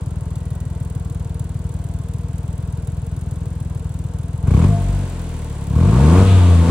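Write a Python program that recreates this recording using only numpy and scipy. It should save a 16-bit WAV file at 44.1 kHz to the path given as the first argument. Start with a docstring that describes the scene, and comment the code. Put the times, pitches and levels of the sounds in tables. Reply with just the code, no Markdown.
"""Three-cylinder truck, blipped and revved

A small truck idles on wet tarmac, is blipped once, then revved higher, heard from just behind its tailpipe.
Each firing thumps through the silencer, rasps in the pipework and puffs out gas; the valves tick in between.
A driven accessory whines with engine speed, and a faint thin squeal passes early on.
At speed the exhaust growls, the open throttle cracks, and gas rushes brightly near top revs."""
import sys
import numpy as np
from scipy import signal
from scipy.fft import rfft, irfft, next_fast_len
from scipy.io import wavfile

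SR = 44100
rng = np.random.default_rng(int(sys.argv[2]) if len(sys.argv) > 2 else 0)


def master(y):
    """Save y as 16-bit WAV."""
    cut = np.clip(np.atleast_2d(y).T, -1, 1)
    pcm = np.round(cut * 32767)  # scale
    wavfile.write(sys.argv[1], SR, pcm.astype(np.int16))


N = 295470
TIME = np.arange(N) / SR  # s
IDLE_HZ = 20.4  # reference firing rate at idle


def undb(db):
    """Decibels to gain."""
    return 10 ** (np.asarray(db) / 20)


def unit(x):
    """Scale to rms 1."""
    return x / np.sqrt(np.mean(x ** 2))


def colour(x, points):
    """Minimum-phase filter through (Hz, dB) points, joined by straight lines over log frequency."""
    size = 2 ** 14
    hz, db = np.transpose(points)
    bins_hz = np.fft.rfftfreq(size, 1 / SR) + 1  # the 1 keeps the logarithm finite
    curve_db = np.interp(np.log(bins_hz), np.log(hz), db)
    # folding the cepstrum onto positive time makes the filter causal
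    cepstrum = irfft(np.log(undb(curve_db)))[:size // 2]
    cepstrum[1:] *= 2
    response = irfft(np.exp(rfft(cepstrum, size)))[:size // 2]
    return signal.fftconvolve(np.atleast_2d(x), response[None], axes=-1)[:, :N]


def ring(x, modes):
    """The sound itself plus its ringing in (Hz, width Hz, dB) resonances."""
    total = x
    for hz, width_hz, db in modes:
        b, a = signal.iirpeak(hz, hz / width_hz, SR)
        total = total + undb(db) * signal.lfilter(b, a, x)
    return total


def delay(x, ms):
    """Delay by any fraction of a sample, by turning the phase of the spectrum."""
    size = next_fast_len(N + SR // 10)
    cycles = np.fft.rfftfreq(size, 1 / SR) * ms / 1000
    return irfft(rfft(x, size) * np.exp(-2j * np.pi * cycles), size)[..., :N]


def stereo(x, lag_ms, left_db):
    """Place a sound by making the left channel later and louder (softer if left_db is negative)."""
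    left = delay(x[0], lag_ms) * undb(left_db / 2)
    right = x[-1] * undb(-left_db / 2)
    return np.array([left, right])


def air(scatter):
    """Stereo noise: a common part and a coloured part scattered by ground and underbody."""
    scatter_colour = [(200, -12.0), (600, 2.5), (5000, 6), (8000, 1.5), (12000, -8)]
    scattered = colour(rng.standard_normal((2, N)), scatter_colour)
    common = rng.standard_normal(N)
    return unit(common + scatter * scattered)


def clicks(times, sizes):
    """One impulse per event, shared between neighbouring samples for exact timing."""
    inside = (times > 0) & (times < TIME[-2])
    index, part = np.divmod(times[inside] * SR, 1)
    index = index.astype(int)
    earlier = np.bincount(index, sizes[inside] * (1 - part), N)
    later = np.bincount(index + 1, sizes[inside] * part, N)
    return earlier + later


def puffs(impulses, rise_s, decay_s):
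    """Each impulse becomes an envelope that rises and dies away exponentially."""
    fall, rise = np.exp(-1 / (SR * decay_s)), np.exp(-1 / (SR * rise_s))
    return signal.lfilter([1 - rise], np.poly([fall, rise]), impulses)


def steady(x, phase, count=3):
    """Hold the rms near 1 over each run of `count` firings."""
    energy = np.cumsum(np.mean(np.atleast_2d(x) ** 2, axis=0))
    samples = np.arange(N)
    first = np.interp(phase - count / 2, phase, samples).astype(int)
    last = np.interp(phase + count / 2, phase, samples).astype(int)
    power = np.abs(energy[last] - energy[first]) / (last - first)
    return x / np.sqrt(power + 1e-18)


def held(start, end, attack_s, release_s):
    """Envelope that rises from the start, holds, and falls from the end."""
    rising = (TIME - start) / attack_s
    falling = 1 - (TIME - end) / release_s
    return np.clip(np.minimum(rising, falling), 0, 1)


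# The cylinders in firing order. Each row: lateness in firing intervals, strength in dB,
# share reflected in the manifold at idle (signed, 0-1), relative valve tick in dB.
FIRING_CYLINDERS = [(-0.0037, 1, -0.085, 0.5), (0.0177, 0.9, 0.84, 2), (-0.016, -0.03, -0.14, 0.5)]


def firings(phase, timing_scatter, strength_scatter_db):
    """Time, strength, manifold reflection and valve tick of every firing; no two are quite alike."""
    number = np.arange(int(phase[-1]) + 1)
    rows = np.array(FIRING_CYLINDERS)[number % len(FIRING_CYLINDERS)]
    late, db, reflection, tick_db = rows.T
    chance = rng.standard_normal((len(number), 2))
    times = np.interp(number + late + timing_scatter * chance[:, 0], phase, TIME)
    sizes = undb(db + strength_scatter_db * chance[:, 1])
    return times, sizes, reflection, tick_db


# The accelerator. Each row: foot down in seconds, foot up in seconds, time to open in seconds,
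# throttle opening (0-1).
PEDAL_PRESSES = [(4.397, 4.64, .11, 0.97), (5.663, 6.205, 0.13, 0.76), (6.594, 6.8, 0.11, 0.66)]
# Light charge that lingers after the foot lifts: the revs hang after the first press and ease after the second.
# # Each row: start in seconds, end in seconds, charge (0-1), extra boom in dB.
LIGHT_CHARGES = [(4.783, 5.026, .45, 6), (6.255, 6.662, 0.64, 0.7)]
SHUT_S = 0.078  # the throttle falls shut
FILL_S, EMPTY_FIRINGS = 0.16, 11.4  # the manifold fills quickly and empties firing by firing
HANG_FADE_S = 0.05


def effort(hz):
    """Throttle opening and cylinder charge (both 0-1): the manifold empties slowly, so charge outlasts a press."""
    throttle, charge = 0, 0
    for down, up, open_s, opening in PEDAL_PRESSES:
        throttle = throttle + opening * held(down, up, open_s, SHUT_S)
        empty_s = EMPTY_FIRINGS / np.interp(up, TIME, hz)
        fill = held(down, up, FILL_S, empty_s)
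        charge = np.maximum(charge, np.sin(np.pi / 2 * fill))
    for start, end, hang_charge, _ in LIGHT_CHARGES:
        hang = held(start - HANG_FADE_S, end, HANG_FADE_S, HANG_FADE_S)
        charge = np.maximum(charge, hang_charge * hang)
    return throttle, charge


BOOM_DB, BOOM_KNEE_HZ, BOOM_STEEPNESS = -7.5 - 1.97, 72.8, 8.46  # full above the knee, steep fall below
DIP_DB, DIP_FIRINGS = 7, 2.8  # depth and half-width of the brief dips in the boom


def boom_level(hz):
    """The fundamental grows with speed, swells while a light charge lingers and dips at either end of it (dB)."""
    db = BOOM_DB - 10 * np.log10(1 + (BOOM_KNEE_HZ / hz) ** BOOM_STEEPNESS)
    for start, end, _, extra_db in LIGHT_CHARGES:
        dips = sum(np.exp(-((TIME - edge) * hz / DIP_FIRINGS) ** 2) for edge in (start, end))
        db = db + extra_db * held(start, end, HANG_FADE_S, HANG_FADE_S) - DIP_DB * dips
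    return db


# at idle, with speed, on a full charge
BARK_DB, BARK_DB_PER_OCTAVE, BARK_CHARGE_DB = -23 - 0.52, -2.5, 15.5
# at idle, with speed, on a full charge
RASP_DB, RASP_DB_PER_HZ, RASP_CHARGE_DB = -42.5 + 0.66, 0.2242, 1.5
# wide open at idle speed, and how much less the throttle adds as speed rises
RASP_THROTTLE_DB, RASP_EASE_DB_PER_OCTAVE = 10, 1.5
# at idle, with speed, wide open
HISS_DB, HISS_DB_PER_OCTAVE, HISS_THROTTLE_DB = -55.5 + 2.5, 8.5, 6


def levels(hz, throttle, charge):
    """Bark, rasp and hiss (dB) rise with effort; speed softens the single pulse but drives more gas."""
    octaves = np.log2(hz / IDLE_HZ)
    bark_db = BARK_DB + BARK_DB_PER_OCTAVE * octaves + BARK_CHARGE_DB * charge
    open_db = RASP_THROTTLE_DB - RASP_EASE_DB_PER_OCTAVE * octaves
    rasp_db = RASP_DB + RASP_DB_PER_HZ * (hz - IDLE_HZ) + open_db * throttle + RASP_CHARGE_DB * charge
    hiss_db = HISS_DB + HISS_DB_PER_OCTAVE * octaves + HISS_THROTTLE_DB * throttle ** 2
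    return bark_db, rasp_db, hiss_db


# What the silencer lets through. Each row: frequency in Hz, gain in dB.
SILENCER_COLOUR = [(22, -59.5), (40, -8.5), (62, 3.5), (88, 3.5), (125, -1.5), (165, -3.5), (205, -20.5),
                   (280, -34), (400, -40), (600, -40), (1200, -67.5)]
# Standing wave of the tailpipe. Each row: frequency in Hz, width in Hz, ringing in dB over the direct sound.
TAILPIPE_MODES = [(169.4, 12.7, 0)]


def exhaust(phase, hz, times, sizes, reflection, boom_db, bark_db):
    """Pressure pulses run down the pipe and through the silencer: a smooth boom and the bark of its overtones."""
    slowness = IDLE_HZ / np.interp(times, TIME, hz)
    # the manifold reflection makes the idle lumpy and evens out with speed
    lumpy = reflection * slowness ** 3.2
    pulses = clicks(times, sizes) + delay(clicks(times, sizes * lumpy), ms=8.04)
    # a weak return from the far end of the system fills the gaps between slow firings
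    pulses = pulses + delay(clicks(times, 0.2 * sizes * slowness), ms=22.56)
    fundamental = 2 * hz / SR * np.cos(2 * np.pi * phase)
    overtones = pulses - fundamental

    def through_pipe(part):
        """Travel, tailpipe resonance and silencing, held to an even level."""
        return steady(colour(ring(delay(part, ms=5.19), TAILPIPE_MODES), SILENCER_COLOUR), phase)

    boom = through_pipe(fundamental) * undb(boom_db)
    bark = through_pipe(overtones) * undb(bark_db)
    return stereo(boom + bark, lag_ms=0.13, left_db=1.38)


# Broad colour of the rasp. Each row: frequency in Hz, gain in dB.
RASP_COLOUR = [(120, -12), (250, 15), (450, -5.5), (750, 0), (1100, -9), (1400, -7.5), (1900, -34.5),
               (3000, -31.5), (6000, -71)]
# Ringing of pipework and underbody. Each row: frequency in Hz, width in Hz, ringing in dB over the direct sound.
PIPEWORK_MODES = [(465, 37.4, 18), (584, 60, 1), (683.5, 5.3, 12), (895.7, 16.6, 10), (991, 73, 5),
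                  (1083, 25, 8), (1360, 43, -22.5), (1492, 22, 7.5), (1626, 72, 11.5)]
# Crack of the gas front on a wide-open throttle. Each row: frequency in Hz, gain in dB.
CRACK_COLOUR = [(500, -44), (1100, 28), (1700, 8), (2500, 23), (3600, -29), (7000, -57)]


def rasp(phase, hz, times, sizes, throttle, rasp_db):
    """Turbulence and shock fronts ring the pipework; with the throttle open they crack at each firing."""
    fronts = clicks(times, sizes)
    bursts = puffs(fronts, rise_s=0.0007, decay_s=0.0026)
    turbulence = air(scatter=0.5) * (1 + (0.3 + 5.5 * throttle ** 2) * bursts)
    shock = (2.5 + 5.5 * throttle) * hz / IDLE_HZ * fronts
    body = steady(ring(colour(turbulence + shock, RASP_COLOUR), PIPEWORK_MODES), phase)
    crack = steady(colour(air(scatter=1.0) * bursts, CRACK_COLOUR), phase)
    crack = crack * throttle ** 2 * undb(-13.0 - 0.66)  # relative to the body
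    return stereo((body + crack) * undb(rasp_db), lag_ms=0.034, left_db=2.5)


# Gas leaving the tailpipe. Each row: frequency in Hz, gain in dB.
GAS_COLOUR = [(700, -0.5), (1600, 3), (2500, 0.5), (3500, -1.5), (5400, -8), (7500, -2.5), (10000, -2),
              (13000, -56), (16000, -21)]


def gas(phase, pulses, throttle, hiss_db):
    """Gas hisses out of the tailpipe as turbulent noise, puffing harder under load."""
    bursts = puffs(pulses, rise_s=0.004, decay_s=0.0078)
    jet = air(scatter=0.76) * (1 + (0.81 + 0.71 * throttle) * bursts)
    hiss = steady(colour(jet, GAS_COLOUR), phase)
    return stereo(hiss * undb(hiss_db), lag_ms=0.041, left_db=1.1)


# Tick of a valve. Each row: frequency in Hz, gain in dB.
TICK_COLOUR = [(1500, -34), (3500, -7), (5400, -14), (7400, 1.5), (10000, 3.5), (12800, -4.5), (16000, -6)]
# Softer tick of a valve settling on its seat. Each row: frequency in Hz, gain in dB.
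SEAT_COLOUR = [(3000, -29), (5600, -17.5), (7800, -1.5), (9500, -4), (13000, -12), (16000, -20)]


def valves(hz, times, tick_db):
    """Each exhaust valve ticks sharply as it opens and softly half an interval later, a touch louder with speed."""
    rate = np.interp(times, TIME, hz)
    chance = rng.standard_normal((len(times), 3))
    db = tick_db + 0.13 * np.log2(rate / IDLE_HZ)
    # offsets are in firing intervals
    open_times = times - 0.068 / rate
    close_times = times + (0.425 + 0.015 * chance[:, 2]) / rate
    opening = clicks(open_times, undb(db + 2.1 * chance[:, 0]))
    closing = clicks(close_times, undb(db + 0.5 + 1.2 * chance[:, 1]))
    tick = colour(air(scatter=0.13) * puffs(opening, rise_s=0.00097, decay_s=0.0035), TICK_COLOUR)
    seat = colour(air(scatter=0.62) * puffs(closing, rise_s=0.0038, decay_s=0.0047), SEAT_COLOUR)
    return stereo((tick + seat) * undb(-33), lag_ms=0.042, left_db=-1.1)


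# The panel that the whine sets ringing. Each row: frequency in Hz, width in Hz, ringing in dB over the direct whine.
PANEL_MODES = [(688, 3.5, 26)]
WHINE_ORDER = 40 / 3  # cycles per firing


def whine(phase, hz):
    """A belt-driven accessory sings at a multiple of the firing rate, louder with speed; a panel rings as it passes."""
    flutter = unit(colour(rng.standard_normal(N), [(25, 1), (120, -36), (500, -87)]))
    tone = np.sin(2 * np.pi * WHINE_ORDER * phase + 0.65 * flutter)
    db = -35.5 + 13.0 * np.log2(hz / hz.max())
    return stereo(ring(tone * undb(db), PANEL_MODES), lag_ms=0.07, left_db=1.5)


def squeal(peak_s, width_s, hz, db):
    """A faint thin squeal: a pure tone, equal in both channels, swells and fades."""
    swell = np.exp(-((TIME - peak_s) / width_s) ** 2)
    return undb(db) * swell * np.sin(2 * np.pi * hz * TIME)


# Upper overtones that break through the silencer at speed. 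Each row: frequency in Hz, gain in dB.
GROWL_COLOUR = [(150, -34.5), (190, 15.5), (255, 0.5), (320, 2.5), (385, -3), (470, -8.5), (700, -29),
                (1120, -8), (1800, -51.5)]


def growl(phase, hz, times, sizes, reflection, bark_db):
    """At speed the pulses steepen; unequal cylinders add tones between the firing harmonics."""
    fronts = delay(clicks(times, sizes * (1 + 0.43 * reflection)), ms=4.91)
    db = bark_db + 0.52 - 8.5 + 8.0 * np.log2(hz / hz.max())
    overtones = steady(colour(fronts, GROWL_COLOUR), phase)
    return stereo(overtones * undb(db), lag_ms=0.013, left_db=2.5)


# Rush of gas through the silencer at the highest revs. Each row: frequency in Hz, gain in dB.
RUSH_COLOUR = [(1000, -17), (2400, 0.5), (3800, -1.5), (5500, -21), (9000, -15), (11000, -42)]


def rush(hz, throttle, top_db, db_per_octave, throttle_db):
    """A bright rush of turbulent gas near top speed, strongest just after the throttle shuts."""
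    db = top_db + db_per_octave * np.log2(hz / hz.max()) + throttle_db * throttle
    noise = unit(colour(air(scatter=0.6), RUSH_COLOUR))
    return stereo(noise * undb(db), lag_ms=0.029, left_db=4.0)


# Engine speed. Each row: time in seconds, firing rate in Hz.
ENGINE_SPEED = [(0.0, 20.22), (1.81, 20.22), (3.3, 20.57), (4.43, 20.58), (4.7, 53.06), (4.8, 47.47),
                (5.01, 47.62), (5.08, 43.81), (5.7, 33.15), (5.83, 45.2), (6.18, 93.59), (6.27, 96.03),
                (6.59, 83.09), (6.7, 85.24)]
START_PHASE = -0.24  # firings
CRACK_LEAD_S = 0.002894  # the shock front runs ahead of the thump
GROWL_THROTTLE_DB = 5  # an open throttle steepens the pulses


def scene():
    """Engine speed and throttle drive the truck's sounds; the squeal keeps its own time."""
    hz = np.interp(TIME, *np.transpose(ENGINE_SPEED))
    throttle, charge = effort(hz)
    bark_db, rasp_db, hiss_db = levels(hz, throttle, charge)
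    phase = START_PHASE + np.cumsum(hz) / SR  # counts firings
    times, sizes, reflection, tick_db = firings(phase, timing_scatter=0.0066, strength_scatter_db=1.56)
    return (exhaust(phase, hz, times, sizes, reflection, boom_level(hz), bark_db)
            + rasp(phase, hz, times - CRACK_LEAD_S, sizes, throttle, rasp_db)
            + gas(phase, clicks(times, sizes), throttle, hiss_db)
            + valves(hz, times, tick_db)
            + whine(phase, hz)
            + squeal(peak_s=0.56, width_s=0.33, hz=1930, db=-60)
            + growl(phase, hz, times, sizes, reflection, bark_db + GROWL_THROTTLE_DB * throttle)
            + rush(hz, throttle, top_db=-33.5, db_per_octave=45, throttle_db=-18))


def record(dry):
    """Round the highest peaks smoothly and cut the top with a steep low-pass."""
    rounded = dry / (1 + (dry / 0.97) ** 8) ** (1 / 8)
    low_pass = signal.ellip(8, 0.2, 80, 15900, fs=SR, output="sos")  # ripple dB, stopband dB, cutoff Hz
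    return signal.sosfilt(low_pass, rounded)


dry = scene()
out = record(dry)
master(out)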